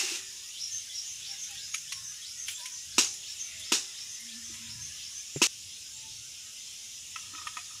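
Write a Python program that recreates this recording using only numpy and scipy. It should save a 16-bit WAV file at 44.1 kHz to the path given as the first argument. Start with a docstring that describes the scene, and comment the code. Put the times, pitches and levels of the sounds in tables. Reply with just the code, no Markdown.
"""A crash and a short rattle open the scene: boiled eggs handled in a steel pot of water, in a grove.
A bird repeats a three-step call over a hiss of insects and leaves; faint tones come and go. Shells snap,
eggs tap the rim, water flicks off fingers, and loud blows ring the steel and scatter among the trees.
The last blow stops dead; then wet eggs slide and knock together. The image is nearly mono."""
import sys
import numpy as np
from scipy import signal
from scipy.fft import rfft, irfft, next_fast_len
from scipy.io import wavfile
from scipy.ndimage import uniform_filter1d, map_coordinates

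SR = 44100
rng = np.random.default_rng(int(sys.argv[2]) if len(sys.argv) > 2 else 0)


def store_wav(level_fs):
    """Save 16-bit WAV to argv[1]."""
    pcm = np.round(np.clip(np.atleast_2d(level_fs), -1, 1) * 32767)
    wavfile.write(sys.argv[1], SR, pcm.T.astype(np.int16))


N = 343980

# loud blows on the pot (time [s], level [dB], rise [s])
BLOWS = [(-.045, -21, .0012), (2.9809, -19, 0.0007), (3.7193, -21, .0008), (5.4163, -18, 0.004)]
# colour of the crash (frequency [Hz], level [dB])
CRASH_EQ = [(88, -55), (150, -46), (209, -24), (339, -9.5), (668, -30.5), (722, -23), (985, -16),
            (2060, -12.5), (2750, 0), (3220, -8), (3680, -4.5), (4470, -8), (5640, -2), (9530, -15.5),
            (15500, -30)]
# decay among the trees, before stretching (frequency [Hz], t60 [s])
TREE_DECAY = [(150, 0.12), (400, 0.3), (1040, 0.3), (2760, .24), (7280, 0.39), (14000, 0.23)]
# a blow's bright steel, dull thud and lingering pot wall (frequency [Hz], level [dB], t60 [s])
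STEEL_MODES = [(2680, -25, 0.057), (2936, 1, 0.19), (3860, -1, 0.2), (4440, -8, 0.2), (5100, -8, 0.3),
               (5572, -7, 0.3), (5674, 2, 0.27), (5750, -14, 0.2), (6500, 2, 0.25), (6686, -10, 0.15),
               (6560, 1, 0.32), (7130, -3.5, 0.31), (7700, -7, 0.3), (8400, -8, 0.23)]
THUD_MODES = [(265, -4, 0.041), (336, -1.5, 0.046), (473, -18.5, 0.091), (990, -2, 0.03), (1258, -1, 0.026),
              (2603, 0.5, 0.048)]
WALL_MODES = [(380, -9, 1.36), (795, 2, 0.48)]
# faders of the grove bed (time [s], leaves [dB], twitter [dB], rumble [dB])
GROVE_FADERS = [(0.2, -50, -53.5, -73.5), (0.9, -50.5, -64, -67), (1.45, -48.5, -59, -70),
                (2.02, -53.5, -58.5, -64.5), (2.32, -54.5, -63.5, -65), (3.69, -49, -59, -66.5),
                (4.2, -51, -58.5, -70), (4.73, -51, -55, -58.5), (5.11, -51, -59.5, -69),
                (5.64, -51.5, -65, -63.5), (7.16, -51, -65.5, -68.5), (7.48, -51, -62, -67),
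                (7.8, -52.5, -62, -71)]
# colours of insects, leaves, far twitter and rumble (frequency [Hz], level [dB])
INSECT_EQ = [(3600, -31), (4300, -19.5), (4750, -7.5), (5050, -1), (6000, -1), (7150, -1.5), (7700, -9),
             (8300, -11), (10400, -12.5), (12400, -22.5), (15500, -26)]
LEAF_EQ = [(200, -20.5), (300, -19), (500, -21), (900, -24), (1600, -24), (2300, -9), (2700, -1.5),
           (3200, 0), (3700, 1.5), (4000, -2.5), (4500, -3.5), (5500, -44)]
TWITTER_EQ = [(500, -88), (900, -16), (1150, -11.5), (1400, -5), (1900, 2), (2400, -1.5), (2800, 0),
              (3500, -49)]
RUMBLE_EQ = [(40, -54), (62, 5), (90, 3), (130, -7), (200, -15.5), (240, -15.5), (350, -23.5), (500, -69)]
# steady low tones (frequency [Hz], level [dB])
HUM = [(50, -72.5), (231, -78)]
# soft hollow bumps (time [s], level [dB], frequency [Hz])
BUMPS = [(0.033, -37.5, 365), (.117, -37, 340), (2.597, -56, 613), (4.497, -48.5, 321), (7.58, -50.5, 720),
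         (7.334, -49, 295)]
# bird calls (end of slide [s], low note [Hz], low level [dB], high note [Hz], high level [dB])
CALLS = [(.606, 5624, -37, 6280, -37.5), (.946, 5610, -38.5, 6240, -40.5), (1.272, 5500, -42, 6370, -40.5),
         (1.606, 5030, -46, 6500, -41.5), (1.932, 5500, -44.5, 6200, -44), (2.27, 5500, -45.5, 6350, -43),
         (2.607, 5440, -46.5, 6200, -43.5), (2.948, 5250, -50, 6180, -46), (3.282, 5460, -43, 6310, -40),
         (3.65, 5290, -45, 6320, -59), (3.982, 5500, -45, 6200, -45), (4.332, 5350, -50.5, 6070, -46),
         (4.695, 5380, -45.5, 6280, -44), (5.036, 5390, -47.5, 6250, -44.5)]
# thin high pips (time [s], pitch [Hz], level [dB])
PIPS = [(.695, 7060, -49), (1.036, 6920, -46.5), (2.514, 7360, -45.5), (5.33, 7240, -45.5),
        (5.931, 7400, -51)]
# faint glides (start [s], end [s], start pitch [Hz], end pitch [Hz], level [dB])
TONES = [(1.2, 2.25, 152, 149.6, -69.5), (1.278, 1.368, 770, 814, -66), (1.49, 1.58, 820, 790, -60.5),
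         (1.89, 2.094, 1100, 1060, -70), (2.575, 2.7, 984, 1000, -60), (2.712, 2.78, 985, 980, -63.5),
         (3.498, 3.658, 660, 627, -68.5), (4.191, 4.85, 232, 228.5, -55), (4.454, 4.6, 990, 980, -72),
         (4.632, 4.836, 970, 985, -63), (4.759, 4.904, 110, 157, -52.5), (5.929, 6.177, 895, 874, -66)]
# flakes of shell snapping off (time [s], level [dB], tilt [dB/octave])
SNAPS = [(1.438, -42, 5), (1.5054, -45, 14), (1.546, -45, 10), (2.482, -29, 0), (2.6555, -32.5, 2.5),
         (3.1387, -39.5, 6), (3.5942, -40.5, 10), (4.202, -44, 12), (4.5405, -41, 2.5), (5.36, -40.5, -8)]
# colour of breaking shell (frequency [Hz], level [dB])
SHELL_EQ = [(500, -35), (1100, -18), (2200, 2), (3100, 2.5), (4400, -9.5), (6200, 0.5), (8200, -13.5),
            (10000, -6.5), (15500, -36)]
# egg taps on the rim (time [s], level [dB], pitch [ratio])
TAPS = [(1.7414, -28.5, 1.001), (1.9209, -31, .86)]
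# ring of a cracked shell and of a whole egg (frequency [Hz], level [dB], t60 [s])
CRACKED_MODES = [(1286, -6, 0.039), (2286, 3.5, 0.031), (3240, 1.5, 0.029), (3860, -1, 0.028),
                 (4670, -1, 0.027), (6800, 3, 0.036)]
EGG_MODES = [(307, -34, 0.05), (1002, -11, 0.066), (1265, 5, 0.034), (1876, -6, 0.047), (2530, -1.5, 0.032),
             (3020, -14, .035)]
# faders of flicked water and of sliding eggs (time [s], level [dB])
SPRAY_FADER = [(2.45, -59), (2.48, -41), (2.52, -41), (2.56, -54), (2.62, -48), (2.68, -62), (2.72, -80)]
SLIDE_FADER = [(7.12, -84), (7.18, -59), (7.3, -66), (7.34, -49), (7.52, -59.5), (7.6, -54), (7.66, -72),
               (7.72, -55), (7.8, -65)]
# colour of the spray (frequency [Hz], level [dB])
SPRAY_EQ = [(1500, -27), (3000, 1), (6000, -8), (10000, -3), (13000, -13), (15500, -14)]
# eggs knocking in the water (time [s], level [dB], overtone tilt [dB/octave])
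KNOCKS = [(7.159, -28.5, 2.5), (7.3358, -43, -5), (7.3489, -36, -13), (7.3803, -48, 13),
          (7.4136, -39.5, -8.5), (7.453, -45, -3), (7.4687, -25.5, -1), (7.5688, -26.5, -4),
          (7.5884, -41, 11), (7.7202, -51, 11)]
# stereo side signal against the mid (frequency [Hz], level [dB])
SIDE_EQ = [(60, -44), (200, -61), (500, -31), (1200, -18.5), (2400, -27), (5000, -53.5), (8000, -69),
           (13000, -24)]

CUT_S = 5.4702  # the last blow stops dead and the insects drop slightly


def amp(db):
    """dB to gain."""
    return 10 ** (np.asarray(db) / 20)


def unit(x):
    """Scaled to rms 1."""
    return x / np.sqrt(np.mean(x ** 2) + 1e-20)


def along(points, hz):
    """Reads (frequency, value) points on a log axis."""
    f, v = np.transpose(points)
    return np.interp(np.log(hz + 1), np.log(f + 1), v)


def faders(rows):
    """One value per sample for each column after the time."""
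    s, *columns = np.transpose(rows)
    return [np.interp(np.arange(N) / SR, s, c) for c in columns]


def add(track, s, sound):
    """Mixes a sound in at s seconds; what falls outside is dropped."""
    start = round(s * SR)
    sound = sound[max(-start, 0):N - start]
    track[max(start, 0):][:len(sound)] += sound


def wobble(rate, size=N):
    """A smooth random curve, rate knots a second."""
    knots = rng.standard_normal(int(size * rate / SR) + 4)
    return map_coordinates(knots, [np.arange(size) * rate / SR])


def rush(eq, patchy_db, patch=(8, 6)):
    """Noise of rms 1 with patches of random gain, sized in 43 Hz by 12 ms cells."""
    hz, _, z = signal.stft(rng.standard_normal(N), SR, nperseg=1024)
    patches = uniform_filter1d(rng.standard_normal(z.shape), patch[0], axis=0)
    patches = uniform_filter1d(patches, patch[1], axis=1)
    gain = amp(along(eq, hz)[:, None] + patchy_db * unit(patches))
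    return unit(signal.istft(z * gain, nperseg=1024)[1][:N])


def burst(eq, stretch, tilt_db, size):
    """A noise hit whose every band dies at its own speed among the trees; tilt is per octave."""
    hz, t, z = signal.stft(rng.standard_normal(size), SR, nperseg=256)
    colour = unit(amp(along(eq, hz) + tilt_db * np.log2((hz + 50) / 4000)))
    t60 = stretch * along(TREE_DECAY, hz)[:, None]
    return signal.istft(z * colour[:, None] * amp(-60 * t / t60), nperseg=256)[1][:size]


def ring(modes, rise_s, spread_db=0, size=SR // 3, flutter=0):
    """Damped sines struck at strengths varying by spread_db; flutter mimics close modes beating."""
    t = np.arange(size) / SR
    out = np.zeros(size)
    for hz, db, t60 in modes:
        level_db = db + spread_db * rng.normal() + 4.3 * flutter * wobble(61, size) - 60 * t / t60
        out += amp(level_db) * np.sin(2 * np.pi * hz * t + flutter * wobble(109, size))
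    return out * (1 - np.exp(-t / rise_s))


def crash(stretch, tilt_db=0):
    """A second of scattered noise; separate echoes make the tail lumpy."""
    return burst(CRASH_EQ, stretch, tilt_db, SR) * amp(1.17 * wobble(391, SR))


def blows():
    """A thud, ringing steel and a crash that swells as the echoes arrive; the pot wall rings on."""
    out, t = np.zeros(N), np.arange(SR) / SR
    for s, db, rise_s in BLOWS:
        echoes = crash(stretch=0.96) * (1 - np.exp(-t / rise_s))
        steel = amp(-12) * ring(STEEL_MODES, rise_s, spread_db=2.8, size=SR, flutter=1.3)
        thud = amp(-0.1) * ring(THUD_MODES, rise_s=0.0011, spread_db=1.0, size=SR)
        wall = amp(-33) * ring(WALL_MODES, rise_s=0.004, spread_db=0.58, size=SR)
        add(out, s, amp(db) * (echoes + steel + thud + wall) * (s + t < CUT_S))
    return out


def rattle():
    """The opening rattle: a drawn-out crash that dips and dies quickly, over the pot wall's ring."""
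    out, t = np.zeros(N), np.arange(SR) / SR
    hold_s, release_t60_s = 0.173, 0.27
    gate = np.where(t < hold_s, 1, amp(-2 - 60 * (t - hold_s) / release_t60_s))
    clatter = amp(-33.5) * crash(stretch=15, tilt_db=0.49) * gate
    wall = amp(-50) * ring(WALL_MODES, rise_s=0.0059, spread_db=0.63, size=SR)
    add(out, 0, clatter + wall)
    return out


def grove():
    """The bed: insects, leaves, narrow streaks of far twitter, rumble and hum, each drifting alone."""
    t = np.arange(N) / SR
    leaf_db, twitter_db, rumble_db = faders(GROVE_FADERS)
    insect_db = np.where(t < CUT_S, -44.5, -45.5)
    insects = amp(insect_db + 0.17 * wobble(5.7)) * rush(INSECT_EQ, patchy_db=1.8)
    leaves = amp(leaf_db + 0.9 * wobble(7.7)) * rush(LEAF_EQ, patchy_db=2.1)
    twitter = amp(twitter_db + 2.2 * wobble(3.14)) * rush(TWITTER_EQ, patchy_db=7.0, patch=(2, 8))
    rumble = amp(rumble_db + 3.1 * wobble(5.0)) * rush(RUMBLE_EQ, patchy_db=1.5)
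    hum = sum(amp(db + 0.71 * wobble(3.25)) * np.sin(2 * np.pi * hz * t) for hz, db in HUM)
    return insects + leaves + twitter + rumble + hum


def bumps():
    """Soft, hollow bumps close up: one damped low swing each."""
    out, t60_s = np.zeros(N), 0.1
    for s, db, hz in BUMPS:
        add(out, s, amp(db) * ring([(hz, 0, t60_s)], rise_s=0.0018))
    return out


def far(dry, wet_db, t60_s=0.25):
    """Distance: the direct sound and a fresh cloud of echoes, wet_db above it in energy."""
    t = np.arange(SR // 4) / SR
    out = signal.fftconvolve(dry, rng.standard_normal(len(t)) * amp(-60 * t / t60_s))
    out *= amp(wet_db) * np.linalg.norm(dry) / np.linalg.norm(out)
    out[:len(dry)] += dry
    return out


def bird_slide(low_hz, db, length_s):
    """A rough, distant whistle scooping up towards the low note."""
    start_hz = 3200
    u = np.linspace(0, 1, round(length_s * SR))
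    hz = start_hz + (low_hz - start_hz) * (0.2 * u + 0.71 * u ** 5) + 190 * wobble(314, len(u))
    fade_in = amp(db) * np.minimum(4 * u, 1)
    return far(fade_in * np.sin(2 * np.pi * np.cumsum(hz) / SR), wet_db=2.5)


def bird_note(pitch_hz, db, length_s):
    """A distant whistle that starts sharp and sinks to pitch, breaking downwards in a fast rasp."""
    u = np.linspace(-1, 1, round(length_s * SR))
    sag = 0.0298 * (1 - u) / 2
    rasp = 0.1026 * np.tanh(0.324 * np.abs(wobble(381, len(u))) ** 3)
    hz = pitch_hz * (1 + sag - rasp)
    swell = amp(db + 2.04 * wobble(50.6, len(u))) * (1 - u ** 4)
    return far(swell * np.sin(2 * np.pi * np.cumsum(hz) / SR), wet_db=4.0)


def bird():
    """Each call slides up to a low note and steps to a high one; thin pips fall between."""
    out = np.zeros(N)
    slide_s, slide_fade_db_per_s = 0.062, 1.1
    for s, low_hz, low_db, high_hz, high_db in CALLS:
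        add(out, s - slide_s, bird_slide(low_hz, -45 - slide_fade_db_per_s * s, slide_s))
        add(out, s - 0.008, bird_note(low_hz, low_db, length_s=0.06))
        add(out, s + 0.102, bird_note(high_hz, high_db, length_s=0.0823))
    for s, hz, db in PIPS:
        add(out, s, bird_note(hz, db, length_s=0.057))
    return out


def faint_tones():
    """Soft blurred tones that fade in and out: sines whose level and phase wander."""
    out = np.zeros(N)
    for start, end, from_hz, to_hz, db in TONES:
        u = np.linspace(0, 1, round((end - start) * SR))
        swell = amp(db + 4.5 * wobble(23.5, len(u))) * np.abs(np.sin(np.pi * u)) ** 0.41
        phase = 2 * np.pi * np.cumsum(from_hz + (to_hz - from_hz) * u) / SR
        blur = 0.046 * np.sqrt(from_hz) * wobble(33.8, len(u))
        add(out, start, swell * np.sin(phase + blur))
    return out


def crack(tilt_db, rise_s=0.0014, size=SR // 3):
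    """Brittle shell: a short burst and its crackling tail."""
    t = np.arange(size) / SR
    crackle = amp(-12 + 2.8 * wobble(377, size))
    tail = crackle * burst(SHELL_EQ, stretch=0.91, tilt_db=tilt_db, size=size)
    click = burst(SHELL_EQ, stretch=0.26, tilt_db=tilt_db, size=size)
    return (click + tail) * (1 - np.exp(-t / rise_s))


def shell_snaps():
    """Flakes of shell snap off, each with its own brightness."""
    out = np.zeros(N)
    for s, db, tilt_db in SNAPS:
        add(out, s, amp(db) * crack(tilt_db))
    return out


def rim_taps():
    """An egg tapped on the rim: the shell cracks and rings briefly."""
    out, rise_s = np.zeros(N), 0.0022
    for s, db, pitch in TAPS:
        modes = [(hz * pitch, level, t60) for hz, level, t60 in CRACKED_MODES]
        shell = ring(modes, rise_s, spread_db=1.2)
        add(out, s, amp(db) * (shell + amp(1.5) * crack(tilt_db=1.5, rise_s=rise_s)))
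    return out


def spray():
    """Water flicked off the fingers: a short, patchy fizz."""
    return amp(faders(SPRAY_FADER)[0]) * rush(SPRAY_EQ, patchy_db=2.5)


def thumps():
    """A close double thump: a short punch over a longer, deeper swing."""
    out = np.zeros(N)
    punch, body = (342, 7, 0.012), (149, -8.5, 0.076)  # (frequency [Hz], level [dB], t60 [s])
    for s, db in (5.361, -20), (5.3685, -26.5):
        add(out, s, amp(db) * ring([punch, body], rise_s=0.0018))
    return out


def egg_slides():
    """Wet eggs slide over each other; uneven slips ring their modes."""
    slips = rng.standard_normal(N) * amp(3.2 * wobble(90))
    egg = ring(EGG_MODES, rise_s=0.0013, size=4096)
    return amp(faders(SLIDE_FADER)[0]) * unit(signal.fftconvolve(slips, egg)[:N])


def egg_knocks():
    """Eggs collide in the water: their modes ring under a tick of shell on shell."""
    out = np.zeros(N)
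    for s, db, tilt_db in KNOCKS:
        pitch = 1 + 0.021 * rng.normal()  # eggs differ a little in size
        modes = [(hz * pitch, level + tilt_db * np.log2(hz / 1265), t60) for hz, level, t60 in EGG_MODES]
        body = ring(modes, rise_s=0.0028, spread_db=2.0)
        tick = amp(-9) * crack(tilt_db=-1.8)
        add(out, s, amp(db) * (body + tick))
    return out


def scene():
    """A mono mix, widened by a faint phase-blurred copy as the side signal."""
    low_cut = signal.butter(4, 200, "high", fs=SR, output="sos")  # the pot is too small to radiate bass
    mid = grove() + signal.sosfilt(low_cut, blows() + rattle())
    mid += bumps() + bird() + faint_tones() + shell_snaps() + rim_taps()
    mid += spray() + thumps() + egg_slides() + egg_knocks()
    hz, _, z = signal.stft(mid, SR, nperseg=512)
    blur = np.exp(2j * np.pi * rng.random(z.shape)) * amp(along(SIDE_EQ, hz)[:, None])
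    side = signal.istft(z * blur, nperseg=512)[1][:N]
    return np.array([mid + side, mid - side])


def record(dry):
    """The microphone rolls off the deep bass; a brick-wall filter takes off the top."""
    bass_hz, top_hz = 42, 15600
    size = next_fast_len(N + 4096)
    hz = np.fft.rfftfreq(size, 1 / SR)
    response = (hz < top_hz) * hz ** 4 / (hz ** 4 + bass_hz ** 4)
    return irfft(rfft(dry, size) * response, size)[:, :N]


dry = scene()
out = record(dry)
store_wav(out)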